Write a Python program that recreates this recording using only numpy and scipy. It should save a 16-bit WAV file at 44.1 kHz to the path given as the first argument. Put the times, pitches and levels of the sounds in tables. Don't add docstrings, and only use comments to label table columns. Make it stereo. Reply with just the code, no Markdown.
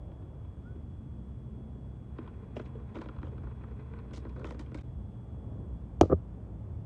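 import sys
import numpy as np
from scipy import signal
from scipy.fft import rfft, irfft, next_fast_len
from scipy.io import wavfile
from scipy.ndimage import uniform_filter1d

SR = 44100
rng = np.random.default_rng(int(sys.argv[2]) if len(sys.argv) > 2 else 0)


def dump_mix(stems):
    frames = np.atleast_2d(stems).T
    limited = np.clip(frames, -1, 1)
    pcm = np.round(limited * 32767).astype(np.int16)
    wavfile.write(sys.argv[1], SR, pcm)


N = 302110
TIME = np.arange(N) / SR


def undb(db):
    return 10 ** (np.asarray(db) / 20)


def unit(x):
    return x / np.sqrt(np.mean(x ** 2))


def curve(rows, column=1):
    rows = np.array(rows)
    return np.interp(TIME, rows[:, 0], rows[:, column])


def along(points, hz):
    points = np.array(points)
    return np.interp(np.log(hz + 1), np.log(points[:, 0]), points[:, 1])


def shape(x, response):
    size = next_fast_len(x.shape[-1])
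    hz = np.arange(size // 2 + 1) * SR / size
    return irfft(rfft(x, size) * response(hz), size)[..., :x.shape[-1]]


def band(x, lo_hz, hi_hz):
    sos = signal.butter(2, [lo_hz, min(hi_hz, SR / 2 - 1)], "band", fs=SR, output="sos")
    return signal.sosfilt(sos, x)


def lowpass(x, hz):
    return signal.sosfilt(signal.butter(4, min(hz, SR / 2 - 1), fs=SR, output="sos"), x)


def walk(rate_hz):
    knots = rng.standard_normal(512)
    drift = np.interp(TIME * rate_hz, np.arange(len(knots)), knots)
    return uniform_filter1d(drift, int(SR / rate_hz / 2)) * np.sqrt(2)


def grit(size, spread_db, apart):
    slips = rng.standard_normal((3, size)) * undb(spread_db * rng.standard_normal(size))
    return slips[0] + apart * slips[1:]


def pan(db):
    return undb(np.array([[db], [-db]]) / 2)


def add(out, s, sound):
    start = int(s * SR)
    out[:, start:start + sound.shape[-1]] += sound[:, :N - start]


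# (frequency [Hz], relative density [dB])
TRAFFIC_SPECTRUM = [(26, -30), (45, -5.5), (70, -1), (124, -5), (153, -10.5), (189, -12.5), (289, -17.5),
                    (341, -21), (690, -31.5), (1100, -38), (1810, -49.5), (3340, -58.5), (3760, -64.5),
                    (8380, -66.5), (12500, -87.5), (16200, -106), (22000, -120)]
# (frequency [Hz], left-right correlation [-1..1])
TRAFFIC_CORRELATION = [(60, 0.98), (130, 0.92), (290, 0.51), (450, 0.31), (700, -0.59), (1300, -0.36),
                       (2400, 0.24), (5000, 0.18), (14000, 0.41)]
TRAFFIC_CROSSOVERS = [150, 480, 900]
# (time [s], bass gain [dB], low-mid gain [dB], high-mid gain [dB])
TRAFFIC_RIDES = [(0, 0.5, -3.5, 6), (1, 0.5, 1.5, -3), (1.7, -3, 0.5, -2), (3, 0, -3, 3),
                 (4.7, -2.5, 0.5, -3.5), (5, -0.5, 0.5, 4), (6.85, -1, 0.5, 3.5)]


def traffic(level_db=-42.5, bass_waver_db=-1.2, mids_waver_db=0.9, pan_db=0.8):
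    mid, side = (shape(rng.standard_normal(N), lambda f: undb(along(TRAFFIC_SPECTRUM, f)))
                 for _ in range(2))
    side = shape(side, lambda f: np.sqrt(2 / (1 + np.clip(along(TRAFFIC_CORRELATION, f), -.9, .9)) - 1))
    road = (mid + side * np.array([[1], [-1]])) / np.std(mid)
    bass, to_low_mids, to_high_mids = (shape(road, lambda f: 1 / (1 + (f / hz) ** 4))
                                       for hz in TRAFFIC_CROSSOVERS)
    rumble = bass * undb(curve(TRAFFIC_RIDES) + bass_waver_db * walk(5.9))
    low_mids = (to_low_mids - bass) * undb(curve(TRAFFIC_RIDES, column=2))
    high_mids = (to_high_mids - to_low_mids) * undb(curve(TRAFFIC_RIDES, column=3))
    roar = (low_mids + high_mids) * undb(mids_waver_db * walk(5.6))
    treble = road - to_high_mids
    return (rumble + roar + treble) * undb(level_db) * pan(pan_db)


# (pitch [Hz], level [dB], drop near the end [dB])
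WHINE_TONES = [(3350, -84, 26), (3460, -94.5, -1.5), (3280, -99.5, 1.5), (11200, -101, -1)]
# (centre [Hz], width [Hz], level [dB])
HISS_BANDS = [(3314, 480, -88), (8480, 400, -93), (11770, 150, -103)]


def whine(fade_at_s=5.78, fade_s=0.23, hiss_drop_db=3):
    fade = np.clip((TIME - fade_at_s) / fade_s, 0, 1)
    tones = sum(undb(db - drop_db * fade + .5 * walk(15)) * unit(np.sin(2 * np.pi * hz * TIME))
                for hz, db, drop_db in WHINE_TONES)
    hiss = 0
    for hz, width, db in HISS_BANDS:
        grains = grit(N, spread_db=-3.5, apart=1.0)
        hiss += undb(db) * unit(shape(grains, lambda f: 1 / (1 + (2 * (f - hz) / width) ** 2)))
    return tones + hiss * undb(-hiss_drop_db * fade)


# (centre [Hz], width [Hz], gain [dB])
FUNNEL_MODES = [(238, 20.5, 9), (317, 26, 11.5), (422, 100, 3.5), (600, 142, 4.5), (1027, 133, 5.5),
                (1232, 136, 0.5), (1446, 137, 2), (1930, 140, -3), (2306, 390, -9), (3270, 100, -6.5),
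                (3820, 570, -10.5), (5930, 900, -51), (8100, 1500, -30)]


def shell(x, stretch=1):
    def response(f):
        f = f / stretch
        return sum((-1) ** k * undb(db) * 1j * f * width / (hz ** 2 - f ** 2 + 1j * f * width)
                   for k, (hz, width, db) in enumerate(FUNNEL_MODES))
    return shape(x, response)


def click(wall_db, cone_db, rim_db, edge_db, slip_s, top_hz,
          rise_s=0.00011, scatter_db=-20, scatter_s=0.058, squeeze=0.053, soft_catch_db=-65):
    t = TIME[:SR // 5]
    slips = unit(grit(len(t), spread_db=5.0, apart=0.29)) * np.exp(-t / slip_s)
    scatter = rng.standard_normal((2, len(t))) * undb(scatter_db) * np.exp(-t / scatter_s)
    snap = undb(wall_db - soft_catch_db) * (t == t[SR // 1000])
    contact = snap + (slips + scatter) * (1 - np.exp(-t / rise_s))
    ring = shell(contact, stretch=1 + squeeze * rng.uniform(-1, 1))
    cone, wall, rim = band(ring, 182, 470), band(ring, 930, 1590), band(ring, 2280, 3070)
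    edge = lowpass(band(ring, 3400, 16000), top_hz)
    out = 0
    for part, db in ((cone, cone_db), (wall, 0), (rim, rim_db), (edge, edge_db)):
        peak_rms = np.sqrt(uniform_filter1d(np.mean(part ** 2, axis=0), size=440).max())
        out += part / peak_rms * undb(wall_db + db)
    return out


# (time [s], wall level [dB], cone over wall [dB], rim over wall [dB],
# edge over wall [dB], slip decay [s], edge high cut [Hz])
CLICK_CUES = [(0.116, -63, 8, -10, -27, 0.006, 4500), (0.222, -67, 17, -12, -30, 0.01, 4500),
              (0.445, -64.5, -3, -10, -30, 0.0067, 4500), (0.568, -69, 3, -16, -30, 0.0045, 4500),
              (0.753, -67.5, 19, -13, -30, 0.02, 4500), (2.184, -45, 7, -15, -29, 0.0073, 4800),
              (2.275, -51, -6, -13.5, -32, 0.0052, 4800), (2.565, -48.5, 12, -1.5, -17, 0.0054, 6000),
              (2.595, -45.5, 5.5, -13, -23, 0.0072, 6500), (2.659, -65, -4, 2, -10, 0.006, 7000),
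              (2.954, -51, 10.5, -4, -13, 0.0051, 6500), (2.964, -49.5, 8, -11, -33, 0.0063, 6500),
              (2.985, -51, 7.5, -13, -15, 0.0043, 6500), (3.015, -45.5, -3.5, -11.5, -16.5, 0.0071, 6500),
              (3.057, -53, 9.5, -10, -22, 0.0031, 5500), (3.086, -48.5, 4, -10, -26, 0.0046, 5500),
              (3.163, -57.5, 1, -16, -28, 0.0056, 4500), (3.184, -54.5, -11, -13, -26, 0.0033, 4530),
              (3.216, -59, 5, -11, -23, 0.0026, 5000), (3.229, -46, 5, -13.5, -26, 0.0024, 5500),
              (3.268, -53.5, 2, -14, -34, 0.0037, 5000), (3.378, -57, 0, -12, -35, 0.0053, 4500),
              (3.433, -57, 7, -18, -20, 0.0043, 7100), (3.469, -52, 3, -26, -32, 0.0057, 4500),
              (3.636, -54.5, 3, -19, -30, 0.004, 4500), (3.935, -53, 1, -9, -27, 0.0036, 4500),
              (3.988, -55, -4, -12, -17, 0.005, 4500), (4.109, -59, 7, -13, -13, 0.0025, 4500),
              (4.134, -58, 11.5, 0.5, -17, 0.0079, 8500), (4.173, -53.5, 6.5, -21, -4.5, 0.0021, 10100),
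              (4.25, -52, 9, -17, -26, .006, 5000), (4.266, -58, 7, -15, -24, 0.0033, 5000),
              (4.293, -67, 2, 0, -2, 0.0034, 8050), (4.36, -54, 1.5, -14, -23, 0.0068, 6500),
              (4.394, -55, -4, -16, -14, 0.0033, 9000), (4.414, -54.5, 5, -18, -28, 0.004, 5000),
              (4.443, -44, 5, -5, -16.5, 0.0039, 8050), (4.507, -47, 2.5, -10, -10.5, 0.0027, 8200),
              (4.545, -54, 7.5, -14, -17, 0.0026, 7400), (4.593, -53, 9, -6, -2, 0.0055, 9000),
              (4.66, -65, 9, 0.5, -18, 0.0041, 6000), (4.717, -57, 10, -11, -18, .003, 7000),
              (4.744, -50.5, 11, -3, -5, 0.0049, 8400), (4.785, -68.5, 2, 8.5, -14, 0.0091, 8000)]


def funnel_clicks(pan_db=-1.5):
    out = np.zeros((2, N))
    for s, *contact in CLICK_CUES:
        add(out, s, click(*contact))
    return out * pan(pan_db)


def bird(start_s=0.63, length_s=0.16, from_hz=1240, to_hz=1507, peak_db=-57.5,
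         glide_s=0.0304, attack_s=0.036):
    age = np.clip(TIME - start_s, 0, length_s)
    hz = to_hz + (from_hz - to_hz) * np.exp(-age / glide_s)
    envelope = np.interp(age, [0, attack_s, length_s], [0, 1, 0]) ** 2
    return np.sin(2 * np.pi * np.cumsum(hz) / SR) * envelope * undb(peak_db)


# (time [s], base rate [Hz])
HUM_RATE = [(0, 32.2), (4.8, 31.2), (4.87, 29.7), (6.85, 27.8)]
# (multiple of the base rate [ratio], level [dB])
ENGINE_PARTIALS = [(2, -47.5), (4, -50.5), (6, -61.5), (7, -57)]


def engine(wander=0.0043, waver_db=-1.0, enters_s=0.87, swell_s=0.28):
    turns = np.cumsum(curve(HUM_RATE) * (1 + wander * walk(8.8))) / SR
    hum = sum(unit(np.sin(2 * np.pi * order * turns)) * undb(db + waver_db * walk(2.7))
              for order, db in ENGINE_PARTIALS)
    return hum * np.clip((TIME - enters_s) / swell_s, 0, 1)


# (time [s], wall level [dB])
RUB_RIDE = [(2.08, -86), (2.2, -68), (2.23, -61), (2.28, -61), (2.31, -67), (2.5, -68.5), (2.78, -69.5),
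            (2.88, -67), (3.05, -70), (3.7, -66), (4.05, -65), (4.5, -73), (4.68, -69), (4.81, -75),
            (4.83, -100)]
# (centre [Hz], width [Hz], level over wall [dB])
NECK_MODES = [(442, 64, 7), (1038, 140, -9), (2380, 350, -13.5)]


def funnel_rub(low_hz=800, top_hz=2500, squeeze=0.031, jerk_db=2.5):
    drag = grit(N, spread_db=5, apart=0.66) * undb(jerk_db * walk(70))
    grip = np.pi / 4 * (1 + np.tanh(walk(5)))
    ring = np.cos(grip) * shell(drag, 1 - squeeze) + np.sin(grip) * shell(drag, 1 + squeeze)
    wall = unit(band(ring, low_hz, top_hz))
    neck = sum(undb(db) * unit(band(drag, hz - width / 2, hz + width / 2))
               for hz, width, db in NECK_MODES)
    return (wall + neck) * undb(curve(RUB_RIDE)) * (TIME > RUB_RIDE[0][0])


# (time [s], length [s], shell level [dB], rasp level [dB], neck level [dB],
# pitch of the squeezed shell [ratio])
SCRAPE_CUES = [(2.221, 0.055, -65, -83, -68, 1.0), (2.555, 0.086, -52, -66.5, -53, 0.88),
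               (2.643, 0.042, -60, -72, -61, 1.1), (2.745, 0.065, -65, -91, -51, 0.85),
               (2.943, 0.11, -53, -71, -56.5, 0.95), (3.002, 0.081, -51.5, -74, -52, 1.06),
               (3.236, 0.073, -56.5, -78, -50, 0.86), (4.13, 0.08, -58.5, -57, -80, 1.02),
               (4.356, 0.12, -60, -81, -47.5, 1.04), (4.441, 0.12, -49, -63.5, -50.5, 0.92),
               (4.589, 0.054, -52, -64, -61, 0.92), (4.745, 0.11, -57, -67.5, -74, 1.08)]


def funnel_scrapes(grab_s=0.004, jerk_db=3):
    out, t = np.zeros((2, N)), TIME[:SR // 5]
    for start, length, shell_db, rasp_db, neck_db, stretch in SCRAPE_CUES:
        drag = grit(len(t), spread_db=6, apart=1.0) * undb(jerk_db * walk(194)[:len(t)])
        body = band(shell(drag, stretch), 260, 3400)
        rasp, neck = band(drag, 1500, 6000), band(drag, 380, 520)
        age = t[:int(length * SR)]
        crunch = sum(undb(db) * unit(part[:, :len(age)])
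                     for part, db in ((body, shell_db), (rasp, rasp_db), (neck, neck_db)))
        envelope = (1 - np.exp(-age / grab_s)) * (1 - (age / length) ** 1.7)
        add(out, start, crunch * envelope)
    return out


# (pitch [Hz], time to fall 60 dB [s], gain on a corner hit [dB], on a base hit [dB])
JUG_MODES = [(84.4, 0.13, -7.5, -8.5), (179, 0.046, -8.5, -5), (240, 0.037, -34, -11.5),
             (333.4, 0.025, 7.5, -3), (382, 0.036, -32.5, 3), (498, 0.023, -3.5, 0.5),
             (610, 0.038, -8.5, -16), (699, 0.016, 9.5, -36), (826, 0.043, -15, -40),
             (1212, 0.035, -32, -21), (1290, 0.023, -19, -26), (1580, 0.0086, -14.5, -36),
             (1784, 0.018, -40, -31.5), (2420, 0.019, -24, -36), (2910, 0.015, -20.5, -58),
             (3200, 0.018, -25, -25), (3550, 0.02, -45.5, -34), (4580, 0.016, -24, -57.5),
             (5370, 0.014, -28, -71), (5870, 0.01, -16.5, -52), (6200, 0.012, -26.5, -61),
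             (6520, 0.015, -20.5, -58), (6840, 0.017, -30, -60), (7480, 0.012, -35, -53.5),
             (9350, 0.0073, -45, -58), (12400, 0.008, -46.5, -69)]


def jug_ring(t, place, pan_db, bend_s=0.0012, rise_cycles=0.98, right_lag_s=0.00005):
    ring = np.zeros((2, len(t)))
    for hz, t60, corner_db, base_db in JUG_MODES:
        delay_s = bend_s * max(np.sqrt(1000 / max(hz, 250)) - 1, 0)
        age = np.maximum(t - delay_s - np.array([[0], [right_lag_s]]), 0)
        envelope = (1 - np.exp(-age * hz / rise_cycles)) * np.exp(-np.log(1000) * age / t60)
        gain = undb(corner_db + place * (base_db - corner_db))
        sides = pan(pan_db * np.clip((hz - 250) / 400, 0, 1.2))
        ring += gain * np.sin(2 * np.pi * hz * age) * envelope * sides
    return ring


def jug_crack(t, snap_db=-24, snap_s=0.00089, buzz_db=-35, buzz_s=0.0073,
              scatter_db=-51, scatter_s=0.049):
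    snap = rng.standard_normal((2, len(t))) * undb(snap_db) * t / snap_s * np.exp(1 - t / snap_s)
    decay = undb(buzz_db) * np.exp(-t / buzz_s) + undb(scatter_db) * np.exp(-t / scatter_s)
    tail = lowpass(unit(grit(len(t), spread_db=6, apart=0.92)) * decay, 7400)
    return band(snap + tail, 300, 7000)


# (time [s], gain [dB], contact high cut [Hz], place [0 corner..1 base], pan to left [dB])
KNOCK_CUES = [(6.011, -2, 11500, 0.11, 5.5), (6.0303, -9, 1390, 0.47, 8.5), (6.052, -19, 1068, 0.68, 3.5),
              (6.0977, -12.5, 1276, 0.71, 3), (6.1095, -16, 1310, 0.78, -9),
              (6.1170, -13.5, 1020, 0.86, 21), (6.1248, -3, 1266, 0.85, 8.5)]


def jug_knocks():
    out, t = np.zeros((2, N)), TIME[:SR // 3]
    for s, db, contact_hz, place, pan_db in KNOCK_CUES:
        crack = jug_crack(t) * max(1 - place, 0) * pan(pan_db / 2)
        add(out, s, undb(db) * lowpass(jug_ring(t, place, pan_db) + crack, contact_hz))
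    return out


def jug_rocking(start_s=6.098, length_s=0.036, level_db=-44.5, top_hz=1500, pan_db=4):
    out, t = np.zeros((2, N)), TIME[:SR // 10]
    rolling = t < length_s
    weight = np.sqrt(t / length_s) * rolling
    grind = band(grit(len(t), spread_db=1.5, apart=.4) * weight, 350, 3000)
    grind = lowpass(lowpass(grind, top_hz), top_hz)
    add(out, start_s, grind / np.std(grind[:, rolling]) * undb(level_db) * pan(pan_db))
    return out


def scene(funnel_top_hz=9500, dip_at_s=4.828, dip_s=0.007):
    funnel = funnel_clicks() + funnel_rub() + funnel_scrapes()
    funnel = lowpass(funnel, funnel_top_hz)
    outdoors = traffic() + engine() + whine() + bird()
    dip = 1 - np.exp(-((TIME - dip_at_s) / dip_s) ** 2)
    return (funnel + jug_knocks() + jug_rocking() + outdoors) * dip


def record(dry, low_hz=44, top_hz=16000):
    thinned = signal.sosfilt(signal.butter(4, low_hz, "high", fs=SR, output="sos"), dry)
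    return signal.sosfilt(signal.ellip(8, .2, 70, top_hz, fs=SR, output="sos"), thinned)


dry = scene()
out = record(dry)
dump_mix(out)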